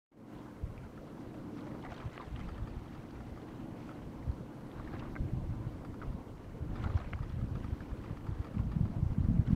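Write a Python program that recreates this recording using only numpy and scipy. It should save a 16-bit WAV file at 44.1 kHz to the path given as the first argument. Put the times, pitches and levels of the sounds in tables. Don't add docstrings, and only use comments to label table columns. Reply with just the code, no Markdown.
import sys
import numpy as np
from scipy import signal
from scipy.io import wavfile
from scipy.ndimage import uniform_filter1d

SR = 44100
rng = np.random.default_rng(int(sys.argv[2]) if len(sys.argv) > 2 else 0)


def output_pcm(signal):
    pcm = np.clip(np.atleast_2d(signal).T, -1, 1) * 32767
    wavfile.write(sys.argv[1], SR, np.round(pcm).astype(np.int16))


N = 421155
TIME = np.arange(N) / SR
RIPPLE_DB = -67

# time in seconds, relative level in dB.
MOTOR_CURVE = [(0.3, -50), (0.8, -55.5), (1.15, -51.5), (1.7, -45.5), (2.05, -56), (2.55, -51), (2.95, -53),
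               (3.7, -48), (4.45, -51.5), (5.0, -47), (5.95, -50.5), (6.4, -57), (6.8, -49), (7.2, -58),
               (7.7, -48.5), (8.3, -53.5), (9.55, -49.5)]


def from_db(db):
    return 10 ** (np.asarray(db) / 20)


def unit_rms(x):
    return x / np.sqrt(np.mean(x ** 2) + 1e-20)


def gain_curve(rows):
    return uniform_filter1d(from_db(np.interp(TIME, *np.transpose(rows))), size=256)


def db_at(spectrum, hz):
    points_hz, points_db = np.transpose(spectrum)
    return np.interp(np.log(hz), np.log(points_hz), points_db)


def bandpass(x, edges_hz, order):
    return signal.sosfilt(signal.butter(order, edges_hz, "band", fs=SR, output="sos"), x)


def drift(rate_hz):
    step, run_in = 40, 2000
    pole = np.exp(-2 * np.pi * rate_hz * step / SR)
    white = rng.standard_normal(N // step + run_in + 2)
    slow = signal.lfilter([1], [1, -2 * pole, pole * pole], white)[run_in:]
    return np.interp(np.arange(N) / step, np.arange(len(slow)), unit_rms(slow))


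def add(track, start_s, sound):
    start = max(round(start_s * SR), 0)
    track[start:start + len(sound)] += sound[:max(N - start, 0)]


def noise(spectrum, flicker_db, flicker_hz):
    out, white = 0, rng.standard_normal((2, N))
    edges_hz = np.geomspace(17, 17400, 21)
    for k, (low, high) in enumerate(zip(edges_hz, edges_hz[1:])):
        hz = np.sqrt(low * high)
        if spectrum[0][0] / 2 < hz < spectrum[-1][0] * 2:
            band = bandpass(white[k % 2], [low, high], order=2)
            out = out + band * from_db(db_at(spectrum, hz) + flicker_db * drift(flicker_hz))
    return unit_rms(out)


def swells(rows, attack_s, release_s, sag_db_per_s=0.0):
    power = 0
    for start_s, length_s, db in rows:
        age_s = np.maximum(TIME - start_s, 0)
        gain = from_db(db - sag_db_per_s * age_s) * np.minimum(age_s / attack_s, 1)
        power = power + gain ** 2 * np.exp(-np.clip(2 * (age_s - length_s) / release_s, 0, 60))
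    return np.sqrt(power)


def outboard(firing_hz=23.155, wander=0.00596, rough_db=1.5, hum_db=4.5, exhaust_db=1.0):
    # multiple of the firing rate, relative level in dB.
    orders = [(5, -4), (5.5, -3.5), (6, -9.5), (7, -4.5), (9, -4.5), (10, -1), (11, -9), (11.5, -5),
              (12.5, -5.5), (13, -1.5), (14, -4), (15, -11.5), (17, -21.5), (23, -14)]
    # frequency in Hz, relative density in dB.
    exhaust_spectrum = [(90, -12.5), (125, -0.5), (175, -3.5), (230, -0.5), (315, 0), (400, -17)]
    firings = np.cumsum(firing_hz * (1 + wander * drift(1.995))) / SR
    hum = 0
    for order, db in orders:
        gain = from_db(db + rough_db * drift(6.8))
        hum = hum + gain * np.sin(2 * np.pi * (order * firings + rng.random()))
    burble = noise(exhaust_spectrum, flicker_db=1.5, flicker_hz=13)
    exhaust = signal.sosfilt(signal.butter(6, 360, fs=SR, output="sos"), burble)
    return gain_curve(MOTOR_CURVE) * (from_db(hum_db) * unit_rms(hum) + from_db(exhaust_db) * exhaust)


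def wash(level_db=-47.5, motor_share=0.26):
    # frequency in Hz, relative density in dB.
    spectrum = [(25, -6), (70, -13.5), (130, 3), (200, 2), (310, 0.5), (400, 1.5), (560, -4), (750, -7),
                (1100, -7), (1300, -13.5), (1800, -21), (3000, -27), (5000, -33), (9000, -42.5)]
    surge = unit_rms(gain_curve(MOTOR_CURVE) ** motor_share)
    return from_db(level_db) * surge * noise(spectrum, flicker_db=1.85, flicker_hz=10.1)


def wind(breeze_db=-58, rise_db_per_s=1.5, rumble_db=3.5, lumpy_db=4.0,
         flutter_db=-7, flutter_ref_db=-36, flutter_exponent=1.15):
    # frequency in Hz, relative density in dB.
    rumble_spectrum = [(20, -2), (45, 1.5), (75, 2), (120, 0), (165, -8), (230, -16.5), (330, -48),
                       (600, -50.5)]
    # start in seconds, length in seconds, strength in dB.
    gusts = [(.62, 0.22, -46), (1.24, 0.16, -50), (1.97, 0.14, -48), (2.26, 0.51, -43.5),
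             (2.85, 0.5, -50.5), (3.97, 0.41, -44.5), (4.74, 0.29, -45.5), (5.19, 0.21, -40),
             (5.49, 0.23, -39), (5.97, 0.17, -39.5), (6.25, 0.35, -52.5), (6.6, 1.05, -39),
             (7.8, 0.098, -44), (8.24, 0.22, -43.5), (8.54, .07, -32), (8.62, 0.071, -38.5),
             (8.73, 0.16, -34.5), (8.96, 0.17, -36), (9.17, 0.088, -33.5), (9.28, 0.13, -30.5),
             (9.47, .1, -30)]
    rumble = from_db(rumble_db) * noise(rumble_spectrum, flicker_db=2.0, flicker_hz=5.4)
    flutter = unit_rms(bandpass(rng.standard_normal(N), edges_hz=(145, 245), order=4))
    breeze = from_db(breeze_db + rise_db_per_s * TIME)
    strength = np.hypot(breeze, swells(gusts, attack_s=0.0083, release_s=0.052))
    flutter_gain = from_db(flutter_db) * (strength / from_db(flutter_ref_db)) ** flutter_exponent
    lumps = unit_rms(from_db(lumpy_db * drift(22.4)))
    return strength * lumps * (rumble + flutter_gain * flutter)


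def stirring(attack_s=0.017, release_s=0.035, drying_db_per_s=3):
    # start in seconds, length in seconds, strength in dB.
    splashes_and_trickles = [(1.57, 0.032, -59), (1.89, 0.12, -53.5), (2.11, 0.11, -56), (2.33, 0.074, -58),
                             (3.8, 0.14, -62.5), (4.96, 0.057, -60), (6.815, 0.03, -54), (6.96, 0.043, -54),
                             (7.97, .1, -60), (9.45, 0.068, -53.5)]
    # start in seconds, length in seconds, initial strength in dB.
    recoveries = [(1.9, 2.07, -59.5), (6.75, 2.9, -59)]
    spray = swells(splashes_and_trickles, attack_s, release_s)
    run_off = swells(recoveries, attack_s, release_s, drying_db_per_s)
    return np.sqrt(from_db(RIPPLE_DB) ** 2 + spray ** 2 + run_off ** 2)


def bubble(hz, t60_cycles, chirp_per_s=1.6, attack_cycles=0.24):
    t = TIME[:SR // 16]
    tone = np.sin(2 * np.pi * hz * t * (1 + chirp_per_s * t))
    attack = 1 - np.exp(-hz * t / attack_cycles)
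    return tone * attack * from_db(-60 * t * hz / t60_cycles)


def splashes(stirred, bubble_db=-1.5, spray_db=-3.0, per_s=450, size_db=2.5, clump_db=2.5):
    # frequency in Hz, relative density in dB.
    spectrum = [(400, -6.5), (700, -3.5), (950, 0.5), (1300, -3.5), (1650, -1), (2100, -5), (3200, -10.5),
                (5000, -21), (7500, -26), (12000, -49)]
    clumps = from_db(clump_db * drift(18))
    births_s = TIME[rng.random(N) < per_s * clumps / SR]
    spray = noise(spectrum, flicker_db=-1.5, flicker_hz=22) * clumps
    bubbles = np.zeros(N)
    for start_s, (pitch, size, life) in zip(births_s, rng.random((len(births_s), 3))):
        hz = 600 * 13 ** pitch
        db = db_at(spectrum, hz) - size_db * np.log(size + 0.03)
        height = hz * from_db(db)
        add(bubbles, start_s, height * bubble(hz, t60_cycles=35 * (.5 + life)))
    return stirred * (from_db(bubble_db) * unit_rms(bubbles) + from_db(spray_db) * unit_rms(spray))


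def drips(stirred, t60_cycles=52, wobble=0.24, plash_db=-12.0, plash_decay_s=0.0034):
    # start in seconds, main tone level in dB, pitch in Hz.
    drops_and_squeaks = [(.352, -57, 3330), (0.386, -52, 3330), (.427, -58.5, 3200), (.778, -47, 2350),
                         (0.835, -44, 1440), (0.977, -44, 1330), (1.342, -54, 2400), (1.715, -50, 1900),
                         (1.825, -50, 3270), (1.849, -38.5, 1900), (1.858, -40, 1080), (1.886, -44, 2000),
                         (1.964, -46, 3220), (2.001, -47, 2400), (2.023, -39, 1210), (2.116, -46, 2030),
                         (2.198, -35.5, 1130), (2.215, -47, 2120), (2.232, -45, 740), (2.402, -48, 3080),
                         (2.41, -46, 2050), (2.545, -50, 3000), (3.108, -52, 4500), (3.911, -41, 1280),
                         (4.226, -46, 2050), (4.798, -40, 1170), (4.875, -40.5, 1760), (4.954, -48, 2140),
                         (4.996, -44.5, 2750), (6.024, -38, 1224), (6.845, -35, 1310), (7.046, -48, 2460),
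                         (7.19, -41, 1170), (7.805, -43, 1610)]
    knot_s, knot_db, knot_octaves = .016, -8, 0.21
    faint_per_s, faint_db, tilt_db_per_octave, low_hz, high_hz = 5.7, -54, -4, 1500, 4820
    bubbles, plashes, t = np.zeros(N), np.zeros(N), TIME[:SR // 20]
    for start_s, db, hz in drops_and_squeaks:
        add(bubbles, start_s, from_db(db) * bubble(hz, t60_cycles))
        for lag, detune in rng.random((3, 2)):
            lesser = bubble(hz * 2 ** (knot_octaves * (2 * detune - 1)), t60_cycles)
            add(bubbles, start_s + knot_s * lag, from_db(db + knot_db) * lesser)
        plash = unit_rms(bandpass(rng.standard_normal(len(t)), [hz * 2 / 3, hz * 3 / 2], order=2))
        add(plashes, start_s, from_db(db + plash_db) * plash * np.exp(-t / plash_decay_s))
    unsteady = 1 + wobble * drift(150)
    excess_stir = stirred / from_db(RIPPLE_DB) - 1
    falls_s = TIME[rng.random(N) < faint_per_s * excess_stir / SR]
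    for start_s, octaves in zip(falls_s, rng.random(len(falls_s)) * np.log2(high_hz / low_hz)):
        gain = from_db(faint_db + tilt_db_per_octave * octaves)
        add(bubbles, start_s, gain * bubble(low_hz * 2 ** octaves, t60_cycles))
    return bubbles * unsteady + plashes


def slaps(gulp_db=2.0, spray_db=-5.5, spray_t60_s=0.1, attack_s=0.00082):
    # start in seconds, relative level in dB, bubble pitch in Hz.
    hits = [(.461, -50, 790), (1.342, -45, 738), (1.666, -39.5, 586), (1.744, -41.5, 590),
            (1.838, -41, 900), (1.849, -38, 716), (1.92, -37, 696), (2.001, -41, 1220),
            (3.892, -40.5, 1300), (4.018, -46, 764), (4.315, -50, 760), (4.936, -39.5, 1260),
            (5.024, -40.5, 1100), (5.053, -42, 1200), (6.016, -39.5, 1430), (6.838, -34.5, 1350),
            (6.869, -38.5, 850), (6.9, -38, 1200), (6.973, -36, 745), (7.015, -40, 1230), (7.044, -42, 920),
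            (8.59, -40.5, 1050), (9.475, -46, 3240)]
    # frequency in Hz, relative density in dB.
    spray_spectrum = [(450, 2.5), (700, 6.5), (950, 0), (1300, 2.5), (1700, -3), (2200, -12), (3200, -16),
                      (5000, -29), (8000, -43)]
    gulps, bursts, t = np.zeros(N), np.zeros(N), TIME[:SR // 4]
    envelope = (1 - np.exp(-t / attack_s)) * from_db(-60 * t / spray_t60_s)
    for start_s, db, hz in hits:
        add(gulps, start_s, from_db(db) * bubble(hz, t60_cycles=36))
        add(bursts, start_s, from_db(db) * envelope)
    spray = bursts * noise(spray_spectrum, flicker_db=1.0, flicker_hz=25)
    return from_db(gulp_db) * gulps + from_db(spray_db) * spray


def buffets(gain_db=1.5, width_cycles=0.79, slowing=0.22):
    # time of the peak in seconds, relative level in dB, pitch in Hz.
    eddies = [(0.642, -24.5, 67), (1.275, -41, 80), (2.625, -29, 85), (2.775, -30, 68), (3.325, -35, 76),
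              (4.279, -25, 99), (4.299, -21, 79), (5.233, -26, 114), (5.375, -26.5, 98), (5.525, -27, 95),
              (5.671, -23.5, 112), (6.628, -22, 105), (6.901, -25.5, 82), (6.96, -16, 81), (7.154, -25, 78),
              (7.209, -23.5, 110), (7.372, -25.5, 103), (7.52, -24.5, 102), (7.652, -27, 80),
              (7.73, -25.5, 84.5), (7.993, -31.5, 105), (8.112, -25, 125), (8.294, -26.5, 104),
              (8.325, -27, 85), (8.404, -25, 84), (8.571, -21, 168), (8.602, -20, 95), (8.675, -22.5, 119),
              (8.768, -15.5, 145), (8.812, -14.5, 128), (8.843, -21, 96), (8.968, -24.5, 110),
              (9.031, -15.5, 118), (9.065, -20, 101), (9.126, -22.5, 117), (9.186, -17, 146),
              (9.208, -20, 96), (9.248, -24, 86), (9.317, -18.5, 87), (9.347, -22, 147), (9.397, -11, 115),
              (9.482, -21.5, 110), (9.509, -16, 165), (9.532, -12, 151)]
    out, t = np.zeros(N), TIME[:SR // 5] - .1
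    for (peak_s, db, hz), phase in zip(eddies, rng.random(len(eddies))):
        cycles = hz * t
        swing = np.sin(2 * np.pi * (cycles - slowing * cycles * np.tanh(cycles) + phase))
        add(out, peak_s + t[0], from_db(db + gain_db) * swing / np.cosh(2 * cycles / width_cycles))
    return out


def sloshes(churn_db=-8.0, bubbles_per_s=330, size_range_db=4.0):
    # time of the peak in seconds, gurgle level in dB, half width in seconds.
    hollows = [(1.59, -52, 0.028), (1.686, -52, 0.038), (1.876, -53.5, 0.1), (2.01, -52, 0.048),
               (2.202, -51.5, 0.073), (4.81, -52.5, 0.12), (4.941, -52.5, 0.022), (5.023, -52, 0.1),
               (6.032, -53, 0.033), (6.77, -52, 0.052), (6.877, -51, 0.073), (6.996, -50, 0.061),
               (8.505, -59, 0.11)]
    # frequency in Hz, relative density in dB.
    spectrum = [(380, 8.5), (550, 7.5), (750, 7.5), (950, 3), (1280, 3.5), (1600, -1.5), (2400, -7)]
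    swell = sum(from_db(db) * np.exp(-((TIME - peak_s) / half_s) ** 2) for peak_s, db, half_s in hollows)
    churn = noise(spectrum, flicker_db=4.5, flicker_hz=35)
    gurgle, low_hz, high_hz = np.zeros(N), spectrum[0][0], spectrum[-1][0]
    births_s = TIME[rng.random(N) < bubbles_per_s / SR]
    for start_s, (pitch, size) in zip(births_s, rng.random((len(births_s), 2))):
        hz = low_hz * (high_hz / low_hz) ** pitch
        height = hz * from_db(db_at(spectrum, hz) + size_range_db * size)
        add(gurgle, start_s, height * bubble(hz, t60_cycles=24))
    return swell * (from_db(churn_db) * churn + unit_rms(gurgle))


def spatters(gain_db=-6.5, decay_s=0.0029, width_octaves=0.95):
    # start in seconds, relative level in dB, band centre in Hz.
    landings = [(1.572, -52, 4200), (1.607, -47, 3300), (1.669, -57, 3700), (1.918, -48, 4300),
                (1.943, -48, 4300), (2.13, -54, 4800), (2.361, -34, 2270), (3.893, -41, 1700),
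                (4.314, -47, 3400), (4.715, -46, 2900), (4.935, -46, 3300), (4.994, -40, 3680),
                (6.84, -38, 2900), (6.968, -47, 4000), (7.298, -47.5, 3150), (8.582, -38.5, 2240)]
    out, t = np.zeros(N), TIME[:SR // 20]
    for start_s, db, hz in landings:
        edges_hz = hz * 2 ** (width_octaves * np.array([-.5, .5]))
        crackle = unit_rms(bandpass(rng.standard_normal(len(t)), edges_hz, order=3))
        add(out, start_s, from_db(db + gain_db) * crackle * np.exp(-t / decay_s))
    return out


def ring(force, hz, t60_s):
    radius, angle = from_db(-60 / (t60_s * SR)), 2 * np.pi * hz / SR
    return signal.lfilter([0, np.sin(angle)], [1, -2 * radius * np.cos(angle), radius ** 2], force + 1e-18)


def loose_fitting(gain_db=4.0, contacts_per_s=2000, contact_db=-6.0, detune=.02,
                  clack_s=0.005, settle_db=-11.0, settle_s=.016):
    # start in seconds, relative peak in dB.
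    shakes = [(1.5828, -44), (2.393, -41.5), (2.4854, -39), (2.5786, -42), (2.6725, -42), (2.765, -55),
              (2.856, -49), (2.9468, -46), (3.2038, -46), (3.374, -43), (5.8481, -42), (5.941, -43.5),
              (6.127, -48), (6.755, -43), (7.2272, -44), (7.301, -49), (7.412, -46.5), (7.5526, -40.5),
              (7.643, -41), (7.806, -45.5), (7.912, -46), (8.039, -45), (8.0954, -47), (8.170, -43.5),
              (8.2675, -42.5), (8.4444, -41), (8.468, -44.5), (8.543, -46), (8.7154, -43), (8.8503, -46.5),
              (8.911, -54), (9.243, -47.5)]
    # frequency in Hz, relative energy in dB, t60 in seconds.
    modes = [(910, -2.5, 0.018), (1233, 1.5, 0.027), (1330, -1, 0.034), (1740, -3.5, 0.014),
             (2290, -10, 0.007), (3250, -12.5, 0.005), (4780, -15, .026), (5250, -22, 0.0078),
             (6930, -23, 0.0089)]
    out, t = np.zeros(N), TIME[:SR // 10]
    force = np.exp(-t / clack_s) + from_db(settle_db) * np.exp(-t / settle_s)
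    for start_s, db in shakes:
        contacts = rng.standard_normal(len(t)) * (rng.random(len(t)) < contacts_per_s / SR) * force
        ringing = 0
        for hz, mode_db, t60_s in modes:
            seated_hz = hz * (1 + detune * rng.uniform(-1.1, 1))
            ringing = ringing + from_db(mode_db) * unit_rms(ring(contacts, seated_hz, t60_s))
        clack = bandpass(ringing + from_db(contact_db) * unit_rms(contacts), [700, 7500], order=2)
        add(out, start_s, from_db(db + gain_db) * clack / np.abs(clack).max())
    return out


def oarlocks(gain_db=1.7, low_hz=1050, thud_db=-10.0):
    # start in seconds, relative level in dB, t60 multiplier, top of the contact band in Hz.
    knocks = [(2.178, -27.5, .55, 2900), (5.1542, -32, .8, 2590), (5.1620, -27.5, 2, 2150),
              (5.167, -33, 2.7, 1950), (7.1293, -36, 1.5, 2600), (7.1336, -24.5, 1.1, 2980)]
    # frequency in Hz, relative level in dB, base t60 in seconds.
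    modes = [(1340, -16, 0.011), (1560, -5, 0.0074), (2120, -3, 0.0061), (2800, -9, 0.0038)]
    out, click = np.zeros(N), signal.unit_impulse(SR // 10)
    thud = from_db(thud_db) * ring(click, hz=700, t60_s=.012)
    for start_s, db, stretch, top_hz in knocks:
        contact = bandpass(click, [low_hz, top_hz], order=6)
        knock = sum(from_db(mode_db) * ring(contact, hz, t60_s * stretch) for hz, mode_db, t60_s in modes)
        add(out, start_s, from_db(db) * (knock + thud))
    return from_db(gain_db) * out


def scene():
    launch = outboard() + wash() + loose_fitting()
    stirred = stirring()
    scull = oarlocks() + slaps() + spatters() + sloshes() + drips(stirred) + splashes(stirred)
    return (launch + scull + wind() + buffets())[None]


def record(dry, hiss_db=-73.5, fade_out_s=.004, cutoff_hz=15600):
    # time in seconds, gain in dB; the last gain holds.
    fade_in = [(0, -65), (.112, -62), (.118, -19.5), (.165, -18.5), (.175, -12.5), (.26, -10), (.33, -4.5)]
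    # frequency in Hz, relative density in dB.
    hiss_spectrum = [(1000, -2.5), (7000, 3.5), (9500, 1), (16000, -3.5)]
    fade = gain_curve(fade_in) * np.minimum((TIME[-1] - TIME) / fade_out_s, 1)
    hiss = from_db(hiss_db) * noise(hiss_spectrum, flicker_db=0.5, flicker_hz=10)
    lowpass = signal.ellip(12, .1, 80, cutoff_hz, fs=SR, output="sos")
    return signal.sosfilt(lowpass, (dry + hiss) * fade)


dry = scene()
out = record(dry)
output_pcm(out)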